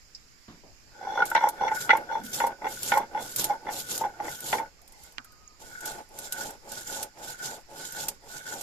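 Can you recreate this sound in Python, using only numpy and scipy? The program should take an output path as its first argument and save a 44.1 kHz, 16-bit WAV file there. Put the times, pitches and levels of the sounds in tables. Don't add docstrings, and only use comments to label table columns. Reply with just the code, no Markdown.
import sys
import numpy as np
from scipy import signal
from scipy.fft import rfft, irfft, next_fast_len
from scipy.io import wavfile
from scipy.ndimage import uniform_filter1d

SR = 44100
rng = np.random.default_rng(int(sys.argv[2]) if len(sys.argv) > 2 else 0)


def gain_from_db(level_db):
    decades = np.asarray(level_db, float) / 20
    return 10 ** decades


def unload_audio(sound):
    columns = np.transpose(np.atleast_2d(sound))
    steps = np.round(np.clip(columns, -1, 1) * 32767)
    wavfile.write(sys.argv[1], SR, steps.astype(np.int16))


N = 380450
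T = np.arange(N) / SR
CUT_S = 4.7


def evened(x):
    return x / np.sqrt(np.mean(x ** 2) + 1e-20)


def read(points, hz):
    point_hz, value = np.transpose(points)
    return np.interp(np.log(hz + 1), np.log(point_hz + 1), value)


def add(mix, s, sound):
    part = mix[round(s * SR):][:len(sound)]
    part += sound[:len(part)]


def placed(sounds):
    out = np.zeros((2, N))
    for s, sound in sounds:
        for path in range(2):
            add(out[path], s, sound[path])
    return out


def ring(modes):
    t, out = T[:5000], 0
    for k, (hz, width_hz, db) in enumerate(modes):
        decay = np.sqrt(width_hz) * np.exp(-np.pi * width_hz * t)
        out = out + (-1) ** k * gain_from_db(db) * decay * np.sin(2 * np.pi * hz * t)
    return out


def rung(x, modes):
    return evened(signal.oaconvolve(x, ring(modes)[None], axes=1)[:, :N])


def colour(x, spectrum):
    n = x.shape[-1]
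    return irfft(rfft(x) * gain_from_db(read(spectrum, np.fft.rfftfreq(n, 1 / SR))), n)


def drift(shape, over_hz, over_time):
    patches = rng.standard_normal(shape[::-1]).T
    patches = uniform_filter1d(patches, size=over_hz, axis=0)
    return evened(uniform_filter1d(patches, size=over_time, axis=1))


def room_tone():
    # hz, level_db_per_hz
    air = [(8, 10), (20, -14.5), (60, 0), (130, -14.5), (250, -13.5), (800, -17), (2400, -18),
           (3500, -26.5), (4300, -21), (5000, -14), (6100, -22), (7200, -17), (8300, -35), (14100, -31.5),
           (14500, -67)]
    # hz, extra_db in the first place
    air_first = [(30, -0.5), (120, 3), (300, -1), (600, -3.5), (1000, -0.5), (3000, 2)]
    # hz, left_right_likeness
    likeness = [(60, 0.23), (240, 0.85), (930, -0.065), (3680, 0.00072), (14500, -0.026)]
    # hz, left_minus_right_db
    air_tilt = [(60, -1.5), (240, -1.5), (930, -0.5), (3680, -7), (14500, -7.5)]
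    frames, hz = N // 256 + 5, np.fft.rfftfreq(1024, 1 / SR)
    a, b, c, d = rng.standard_normal((frames, 513, 4)).T
    same, left = np.clip(read(likeness, hz), -1, 1)[:, None], a + 1j * b
    z = np.array([left, same * left + np.sqrt(1 - same ** 2) * (c + 1j * d)])
    first = np.arange(frames) * 256 / SR < CUT_S
    level_db = read(air, hz)[:, None] + read(air_first, hz)[:, None] * first
    z *= gain_from_db(level_db + 1.6 * drift((513, frames), over_hz=10, over_time=12))
    z *= gain_from_db(np.array([[.5], [-.5]]) * read(air_tilt, hz))[:, :, None]
    return gain_from_db(-55.5) * evened(signal.istft(z, nperseg=1024, noverlap=768)[1][:, :N])


def burst(db, hz, width_hz, t60_s, snap=.0, order=0, count=1):
    t = T[:6000]
    puff = rng.standard_normal((2, len(t))) * gain_from_db(-60 * t / max(t60_s, 1e-3))
    puff[:, 0] += snap
    for _ in range(count):
        puff = signal.oaconvolve(puff, ring([(hz, width_hz * count ** .5, 0)])[None, :1500], axes=1)
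    puff = np.diff(puff, order, append=np.zeros((2, order)))
    return gain_from_db(db) * puff / abs(puff[0]).max()


def taps_and_scuffs():
    # hit_s, peak_db, centre_hz, width_hz, t60_s
    touches = [(0.1475, -32, 5100, 600, 0.09), (0.149, -40, 7200, 500, .05), (0.48, -39, 265, 120, 0.3),
               (.482, -50, 3600, 1800, .5), (.48, -41, 1500, 1800, 0.5), (0.636, -45, 700, 540, 0.35),
               (0.64, -50, 280, 120, .4), (2.199, -37, 240, 46, 0.35), (2.6185, -29, 860, 200, .1),
               (2.6185, -38, 2100, 400, .08), (4.772, -52, 69, 40, 0.25), (4.79, -55, 1200, 150, .12),
               (4.82, -54, 750, 100, .15), (4.955, -53, 820, 60, .15), (5.02, -50, 75, 43, 0.2),
               (5.06, -53, 1480, 60, .2), (5.07, -57, 600, 60, .15), (5.18, -48, 250, 80, .12),
               (5.187, -38, 1420, 300, 0.087), (5.246, -45, 1450, 200, 0.099), (5.32, -53, 1480, 60, .12),
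               (5.476, -43, 6657, 253, 0.023), (6.089, -47, 11000, 4000, .06)]
    edges = [
        (1.2195, -30, 3300, 1500, .08),
        (1.3497, -21, 4800, 3500, .04),
        (1.362, -22, 3800, 900, .08),
        (1.8935, -22, 3000, 1500, .06),
        (1.904, -23, 3900, 900, .07),
        (2.402, -28, 2800, 1400, .05),
        (2.9195, -24, 3200, 1800, .05),
        (2.939, -28, 3500, 1200, .05),
        (4.527, -26, 3000, 1200, .05),
    ]
    murmurs = [
        (4.93, -56, 2050, 80, .25),
        (4.94, -53, 930, 90, .1),
        (4.99, -54, 2130, 80, .15),
        (4.995, -54, 850, 120, .15),
        (5.035, -54, 2130, 80, .12),
        (5.04, -54, 1480, 90, .15),
        (5.05, -55, 880, 80, .25),
        (5.07, -55, 2150, 80, .2),
    ]
    return placed([(s, burst(*shape, order=int(shape[1] > 2500), count=2))
                   for s, *shape in touches + edges + murmurs])


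def grit(per_s, spread_db, lump_s, lump_db):
    size = gain_from_db(spread_db * np.minimum(rng.exponential(1, N), 4)) * rng.standard_normal((2, N))
    lumps = signal.lfilter([1], [1, -np.exp(-1 / (lump_s * SR))], rng.standard_normal(N))
    lumps = uniform_filter1d(evened(lumps), size=90)
    return size * (rng.random(N) < per_s / SR) * gain_from_db(lump_db * lumps)


def patchy(x, patch_db):
    z = signal.stft(x, nperseg=256)[2]
    z = z * gain_from_db(patch_db * drift(z.shape[1:], over_hz=4, over_time=9))
    return evened(signal.istft(z, nperseg=256)[1][:, :N])


def arch(start_s, length_s, db, crest, rise_db, fall_db, bend):
    u, crest = (T[::64] - start_s) / length_s, np.clip(crest, .05, .95)
    rise = rise_db * abs(1 - u / crest) ** bend
    fall = fall_db * abs((u - crest) / (1 - crest)) ** bend
    return gain_from_db(db + np.maximum(np.where(u < crest, rise, fall), -120))


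def along(column, *extras):
    # start_s, length_s, slab_db, roller_db, seeds_db
    away = [(.93, 0.6, -42, -40, -53.5), (1.555, 0.33, -43, -38.5, -46), (2.05, 0.24, -40.5, -45.5, -57),
            (2.57, 0.24, -40.5, -49.5, -38.5), (3.09, 0.24, -38.5, -45.5, -37),
            (3.61, 0.24, -38, -50.5, -34), (4.14, 0.26, -40, -47.5, -38), (5.56, 0.23, -53.5, -44.5, -51.5),
            (6.075, 0.24, -46, -45.5, -43), (6.6, 0.26, -46, -44.5, -39), (7.12, 0.25, -45.5, -44.5, -41),
            (7.65, 0.27, -46.5, -45.5, -39.5), (8.19, .24, -48.5, -45, -42.5)]
    back = [(1.29, 0.54, -44, -54, -59), (1.79, 0.33, -35, -44, -46), (2.3, 0.3, -37, -42.5, -35),
            (2.8, 0.33, -36.5, -44.5, -29.5), (3.34, 0.3, -38, -44, -27.5), (3.86, 0.33, -39, -46, -30.5),
            (4.39, 0.34, -35, -45.5, -39.5), (5.79, 0.29, -40.5, -42, -40.5),
            (6.31, 0.3, -40.5, -40.5, -39.5), (6.855, 0.26, -40, -48, -37.5),
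            (7.38, 0.26, -41.5, -43.5, -37.5), (7.91, .28, -43, -44.5, -36.5), (8.43, .29, -42, -44.5, -38)]
    # crest_share, rise_db, fall_db
    away_arch = [
        [(.4, -18, -33.5), (.6, -19, -36), (.7, -73, -12.5)],
        [(.45, -32, -23), (.75, -39.5, -1.5), (.75, -39.5, -23.5)],
    ]
    back_arch = [
        [(0.54, -30.5, -48), (0.39, -1.5, -48), (0.18, -22.5, -76.5)],
        [(0.52, -23, -50), (0.15, -47, -32), (0.36, -15.5, -39)],
    ]
    bends = [
        (2.4, 4.9, 1.87),
        (3.6, 1.85, 2),
    ]
    gain = sum(arch(*touch) for touch in extras)
    for strokes, arches in ((away, away_arch), (back, back_arch)):
        for s, length_s, *levels_db in strokes:
            place = int(s > CUT_S)
            gain = gain + arch(s, length_s, levels_db[column], *arches[place][column], bends[place][column])
    return np.interp(T, T[::64], gain)


def rubbing():
    # hz, width_hz, level_db
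    rubbed_modes = [(232, 30, -6), (323, 85, -0.5), (493, 28, -6), (548.5, 15.7, 0), (720, 44, -2.5),
                    (780, 18, -0.5), (858.5, 40, 4.5), (977, 116, -1), (910, 2030, 5)]
    # hz, width_hz, level_db
    roller_modes = [(1407, 75, 6), (1490, 43.6, 13), (1788, 130, -0.5), (2190, 90, -3), (3000, 510, -43.5),
                    (3400, 40, -11)]
    # hz, level_db_per_hz
    crunch = [(1400, -15), (2300, -16.5), (2900, -9.5), (3400, -5.5), (4300, -6.5), (5300, -4.5),
              (6100, -5.5), (7200, 1), (8300, -8), (9500, -8.5), (11500, -5.5), (14100, -7), (14450, -67)]
    # hz, level_db_per_hz
    press = [(30, -38), (80, -13), (130, -5.5), (250, -13.5), (500, -10.5), (900, -27)]
    # start_s, length_s, level_db, crest_share, rise_db, fall_db, squareness
    nudge = (4.78, .37, -64, .55, -7, -10, 3.0)
    fingers = (4.88, .3, -58, .6, -14, -14, 2.2)
    smear = (4.46, .15, -36, .55, -8, -30, 3.0)
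    slab = rung(grit(per_s=3000, spread_db=2.0, lump_s=0.012, lump_db=2.2), rubbed_modes)
    roller = rung(grit(per_s=1500, spread_db=1.5, lump_s=0.0012, lump_db=3.5), roller_modes)
    husks = colour(grit(per_s=8100, spread_db=0.0, lump_s=0.019, lump_db=2.5), crunch)
    floor = evened(colour(rng.standard_normal((2, N)), press))
    slab_gain = along(0, nudge)
    crush = along(2, fingers, smear) + collapses()
    load = uniform_filter1d(crush + gain_from_db(-6.5) * slab_gain, size=1500)
    out = slab * slab_gain + patchy(roller, patch_db=2.5) * along(1)
    return out + patchy(husks, patch_db=2.0) * crush + floor * gain_from_db(-20.5) * abs(load) ** 0.74


def shaken(modes, spread_db, detune, shift):
    chance = rng.standard_normal((len(modes), 2))
    return ring([(hz * shift * (1 + detune * a), width_hz, db + spread_db * b)
                 for (hz, width_hz, db), (a, b) in zip(modes, chance)])[:2500]


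def knocks():
    # crest_s,
    # peak_db, hardness_db (upper modes over lower)
    blows = [(.955, -42, -8), (1.176, -20, -19), (1.207, -17.5, -13), (1.226, -15.5, -5),
             (1.616, -17, -15), (1.638, -16.5, -13.5), (1.683, -20, -2), (1.72, -16.5, -4.5),
             (2.103, -26.5, -12), (2.115, -24.5, -10), (2.176, -32, -13), (2.126, -20, -15),
             (2.158, -18, -11.5), (2.648, -20, -5), (2.657, -18, -11), (2.671, -20.5, -3),
             (3.151, -21.5, -9.5), (3.177, -26, -4.5), (3.671, -25, -5.5), (3.692, -21, -6.5),
             (4.205, -21, -10), (4.284, -25.5, -1.5),
             (1.319, -23.5, 0), (1.354, -10.5, -0.5), (1.366, -16, 2), (1.441, -8, -13.5),
                  (1.457, -21, -5), (1.473, -15, -10.5), (1.487, -26.5, -3), (1.897, -11.5, 5),
                  (1.908, -14.5, 13.5), (1.934, -10.5, -5), (1.954, -15.5, -6), (1.974, -29, 3.5),
                  (2.406, -16, 1.5), (2.42, -17.5, -5.5), (2.442, -11, -15), (2.472, -18.5, -17),
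                  (2.923, -13.5, 5.5), (2.941, -14, -3.5), (2.974, -11, -10), (2.988, -26, -13),
                  (3.003, -20.5, -35), (3.508, -17.5, -13), (3.525, -26, -11), (4.013, -20, -29),
                  (4.02, -26, -14), (4.04, -18, -10), (4.051, -19, -15), (4.065, -24, -11), (4.533, -15, 5),
                  (4.553, -17.5, -9), (4.587, -26.5, 2),
             (1.625, -19.5, -15.5), (1.648, -20, -14.5), (1.672, -20.5, -14), (1.711, -24.5, -13),
               (3.501, -17, -23), (1.195, -25, -8.5), (1.378, -16.5, -3.5), (1.412, -21, -5),
               (1.432, -27.5, -5), (1.465, -22, -12), (2.505, -35, -14.5), (3.552, -38, -23),
               (3.635, -42, -21), (4.228, -39, -8), (4.256, -34, 1.5)]
    # hz, width_hz, level_db
    lower = [(476, 77, -13), (538.5, 29, -11), (651, 14, -19.5), (790, 47, -26), (828, 22, 2),
             (901.2, 14, 1), (998, 110, -7), (1062.5, 79, -7.5), (1084, 180, -11.5)]
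    upper = [(1419, 82, 12), (1575, 12.5, -1.5), (1789, 51, 2.5), (2006, 137, 8.5), (2141, 13, 1),
             (2238, 80, 1.5), (2810, 270, -1.5), (3444, 89, -3), (4070, 120, -20.5)]
    grit_modes = [(2300, 130, 10.5), (3505, 54, 11.5), (4110, 145, 17.5), (5780, 190, 27),
                  (7700, 480, -12.5), (11400, 870, 14)]
    # time_s, main_ring_hz
    place = [
        (1.0, 794),
        (1.39, 902.7),
        (1.59, 841.5),
        (2.49, 871),
        (2.68, 815),
        (3.02, 881),
        (3.12, 799),
        (3.22, 857),
        (4.65, 850.6),
    ]
    rows = blows + bumps()
    out, t, times = np.zeros((2, N)), T[:1300], np.array(rows)[:, 0]
    bright = ring(grit_modes)[None, :2500]
    for s, db, hard_db in rows:
        rolled = 1.6 < s < 1.75 or 2.09 < s < 2.2
        soft = rolled or db < -27 or np.any((times < s) & (times > s - .04))
        rise_s = .005 if rolled else .0035 if soft else .0003
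        chatter = rng.standard_normal((2, len(t))) * np.exp(-t / 0.017)
        contact = gain_from_db(0.5) * np.exp(-t / 0.0285) * chatter / np.linalg.norm(chatter[0]) + (t == 0)
        parts = []
        for modes, shift, damp_s in ((lower, np.interp(s, *np.transpose(place)) / 860, 0.0393),
                                     (upper, 1, 0.072)):
            struck = shaken(modes, spread_db=2.5, detune=0.008, shift=shift)[None]
            parts.append(signal.oaconvolve(contact, struck, axes=1) * np.exp(-T[:3799] / damp_s))
        parts.append(signal.oaconvolve(chatter, bright, axes=1))
        swell = 1 - np.exp(-(T[:3799] / rise_s) ** 2)
        low, high, top = (part * swell / abs(part * swell).max() for part in parts)
        blow = low + gain_from_db(hard_db - 2.0) * high + gain_from_db(0.1 * hard_db - 27.5) * top
        crest_s = .0035
        if soft:
            crest_s = np.argmax(uniform_filter1d(abs(low[0, :420 if rolled else 260]), size=60)) / SR
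        for path in range(2):
            add(out[path], s - crest_s, gain_from_db(db + 3.0) * blow[path])
    return signal.lfilter(*signal.butter(2, 150 / (SR / 2), "high"), out)


def bumps():
    # start_s, length_s, first_db, last_db, hardness_db
    rattles = [(1.011, 0.062, -33, -26.5, -12.5), (1.075, 0.048, -32.5, -23.5, -13.5),
               (1.144, 0.048, -27.5, -17.5, -9.5), (1.373, 0.058, -25, -21, -6),
               (1.659, 0.091, -25.5, -31, -12.5), (2.464, 0.04, -25, -39, -10), (2.959, 0.08, -20, -36, -1),
               (3.167, 0.04, -25, -36, -13.5), (3.543, 0.029, -29.5, -63, -27),
               (3.683, 0.037, -25.5, -44, -6), (4.219, 0.035, -43, -42, 2), (4.603, 0.031, -21, -34, -14)]
    out = []
    for s, length_s, first_db, last_db, hard_db in rattles:
        for u in np.linspace(0, 1, num=4):
            a, b, c = rng.standard_normal(3)
            db = first_db + (last_db - first_db) * u
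            out.append((s + length_s * u + .003 * a, db + 0.5 * b, hard_db + 0.5 * c))
    return out


def singing():
    # hz, width_hz, level_db
    sing = [(3446, 77, 0), (4200, 160, -7.5), (5800, 300, 1.5), (11600, 900, -9)]
    # start_s, length_s, level_db, crest_share
    dry_spells = [
        (1.043, 0.17, -44.5, 1),
        (1.34, .16, -45, 0.2),
        (1.596, 0.098, -42.5, 1),
        (1.886, 0.071, -48, .2),
        (2.085, 0.13, -49, .7),
        (2.4, 0.091, -52.5, .4),
        (2.64, 0.11, -53.5, 0.5),
        (2.92, 0.11, -47, 0.4),
        (3.166, 0.1, -48, 0.6),
    ]
    tone = rung(grit(per_s=2500, spread_db=3.5, lump_s=.006, lump_db=0.0), sing)
    tone = rung(tone, [(hz, 3 * width_hz, 0) for hz, width_hz, _ in sing])
    return tone * np.interp(T, T[::64], sum(arch(*row, -12.5, -15.0, 2.5) for row in dry_spells))


def rocking():
    # start_s, peak_db, pitch_hz, swell_s
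    accents = [
        (1.175, -19.5, 1433, 0.0048),
        (1.202, -16.5, 1480, 0.0048),
        (1.22, -9.5, 1432, 0.0053),
        (1.315, -16.5, 1470, 0.0025),
    ]
    sounds = []
    for s, db, hz, swell_s in accents:
        u = T[:2500] / swell_s
        tone = gain_from_db(db) * (u * np.exp(1 - u)) ** 2 * np.sin(2 * np.pi * hz * T[:2500])
        sounds.append((s, [tone, tone]))
    return placed(sounds)


def collapses():
    # start_s, level_db, t60_s
    heaps = [(1.253, -35.5, 0.21), (1.743, -38.5, 0.21), (1.802, -34.5, 0.28), (2.233, -37, 0.073),
             (2.248, -40.5, 1), (2.327, -28, 0.18), (2.784, -50, 0.063), (3.215, -55, 0.14),
             (3.311, -39, 0.09), (3.7248, -61, 0.19), (3.877, -53, 0.15), (3.898, -51, 0.16),
             (4.2346, -45, 0.17), (4.43, -50.5, 0.23), (5.594, -51, 0.67), (5.724, -68, 0.086),
             (6.868, -49, 0.24), (7.239, -39, 0.05), (7.385, -54, .1), (7.419, -45, 0.088),
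             (7.72, -72, 0.063), (8.46, -49, 0.13)]
    gain, t = np.zeros(N), T[:9000]
    for s, db, t60_s in heaps:
        add(gain, s, gain_from_db(db - 60 * t / max(t60_s, .01)) * np.minimum(t / 0.0092, 1))
    return gain


def cracks_and_drops():
    # hit_s, peak_db, centre_hz
    cracks = [(1.254, -25, 6200), (1.3007, -25, 6000), (1.4876, -20, 10700), (1.746, -35, 5370),
              (1.969, -27, 5500), (2.2335, -51, 7100), (2.249, -36, 6830), (2.4676, -24, 7800),
              (2.8306, -17.5, 7400), (2.976, -20.5, 10200), (3.361, -13, 7400), (3.417, -22, 7210),
              (3.442, -12, 6850), (4.404, -24.5, 11000), ]
    drops = [
        (4.8165, -48, 4700),
        (4.877, -40.5, 4900),
        (4.9217, -41, 6700),
        (4.985, -61, 9900),
        (5.0352, -38, 9200),
        (5.122, -41, 7200),
        (5.245, -38.5, 5800),
        (5.3197, -46, 5500),
    ]
    fresh = [(5.806, -34, 9000), (5.856, -21, 6750), (6.1872, -26.5, 11400), (6.3228, -17, 7700),
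             (6.505, -33, 7360), (6.718, -26, 7240), (6.809, -31, 7540), (6.963, -47, 6550),
             (7.028, -21, 9300), (7.302, -29.5, 4560), (7.922, -29, 6290), (8.0837, -15.5, 10700),
             (8.6106, -24.5, 8400)]
    # hit_s, peak_db, centre_hz, width_hz, t60_s
    hard_seed = (3.9783, -11, 6800, 3500, .035)
    sounds = [(hard_seed[0], burst(*hard_seed[1:], snap=3.0, order=2))]
    for s, db, hz in cracks + drops + fresh:
        snap = burst(db + 6, hz, 11 * hz, 0.051, snap=.4, order=1)
        sounds.append((s + .0004, snap + burst(db - 35, 2200, 180, 0.022)))
    return placed(sounds)


def drip():
    # level_db, centre_hz, width_hz, t60_s, left_db
    bowl_hit = (-8, 2200, 1600, .03, -11)
    *shape, left_db = bowl_hit
    sound = burst(*shape, snap=35.0, order=1)[0]
    sound = signal.convolve(sound, np.hanning(9) / 3)
    left = gain_from_db(left_db) * uniform_filter1d(sound, size=6)
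    out, hit_s = np.zeros((2, N)), 5.1829
    add(out[0], hit_s + .0004, left)
    add(out[1], hit_s, sound)
    return out


def bowl_ring():
    hz = 1250
    tone = np.sin(2 * np.pi * hz * T + 1.5 * np.sin(2 * np.pi * 7 * T))
    tone = tone + .5 * rung(rng.standard_normal((2, N)), [(hz - 20, 20, 0)])
    rise_s, hold_s, fade_s = 0.03, .29, 0.03
    return tone * gain_from_db(-62.5) * np.interp(T - 5.235, np.cumsum([0, rise_s, hold_s, fade_s]), [0, 1, 1, 0])


def ports(paths, lead, tilt, heard):
    # hz, port_likeness
    likeness = [(100, 1), (500, 0.81), (1000, 0.69), (2500, 0.2), (5000, 0.037), (14000, 0.11)]
    size = next_fast_len(N + 4096)
    hz = np.fft.rfftfreq(size, 1 / SR)
    same = np.clip(read(likeness, hz), 0, 1)
    a, b = rfft(paths, size) * gain_from_db(read(heard, hz))
    step = gain_from_db(read(tilt, hz) / 2) * np.exp(.5j * np.interp(hz, *np.transpose(lead)))
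    right = (same * a + np.sqrt(1 - same ** 2) * b * 1j) / step
    return irfft(np.array([step * a, right]), size)[:, :N]


def scene():
    # hz, left_lead_rad
    leads = [
        [(0, 0), (900, .4), (1450, 1.6), (1810, 2.6), (2070, 5.9), (2760, 6.1), (3450, 8.9), (14700, 42)],
        [(0, 0), (700, .5), (1600, 2.2), (2700, 7), (14700, 15)],
    ]
    # hz, left_minus_right_db
    tilts = [
        [(60, -1), (180, -0.5), (540, -3.5), (1620, 1.5), (4840, -2), (14500, -1)],
        [(60, 1), (180, -1), (540, 0), (1620, -1.5), (4840, -4), (14500, -2.5)],
    ]
    # hz, level_db
    heard = [
        [(100, -3.5), (300, -1.5), (8000, -2), (12000, -1.5)],
        [(100, -5), (300, -2), (8000, 1.5), (12000, -2.5)],
    ]
    near = taps_and_scuffs() + rubbing() + knocks() + singing() + rocking() + cracks_and_drops() + bowl_ring()
    first = np.clip((CUT_S - T) / 0.022 + .5, 0, 1)
    stone = ports(near * first, leads[0], tilts[0], heard[0])
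    stone = stone + ports(near * (1 - first), leads[1], tilts[1], heard[1])
    return room_tone() + stone + drip()


def starved(x):
    # hz, dropout_rarity_sigmas
    rarity = [(1800, 3.4), (2700, 1.7), (4300, 1.9), (5200, 2.7), (7400, 2.7), (8400, 1.6), (10000, 1.7),
              (14000, 1.8)]
    hz, _, z = signal.stft(x, SR, nperseg=1024, noverlap=768)
    power = uniform_filter1d((abs(z) ** 2).sum(0), size=9, axis=0)
    level_db = 10 * np.log10(uniform_filter1d(power, size=5, axis=1) + 1e-16)
    under_db = level_db[10:].max(0) - level_db - 22
    patches = drift(z.shape[1:], over_hz=6, over_time=11)
    lost = patches > read(rarity, hz)[:, None] - .055 * np.maximum(under_db, 0)
    return signal.istft(z * gain_from_db(-30 * lost), SR, nperseg=1024, noverlap=768)[1][:, :N]


def band_limit(x):
    return signal.sosfilt(signal.butter(12, 15120, fs=SR, output="sos"), x)


def record(dry):
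    shelf, edge = (signal.firwin(255, hz, window=("kaiser", 6), fs=SR) for hz in (14350, 16300))
    shelved = signal.oaconvolve(dry, (shelf + gain_from_db(-26) * (edge - shelf))[None], "same")
    ceiling = 1.05
    mix = ceiling * np.tanh(starved(shelved) / ceiling)
    return band_limit(mix)


dry = scene()
out = record(dry)
unload_audio(out)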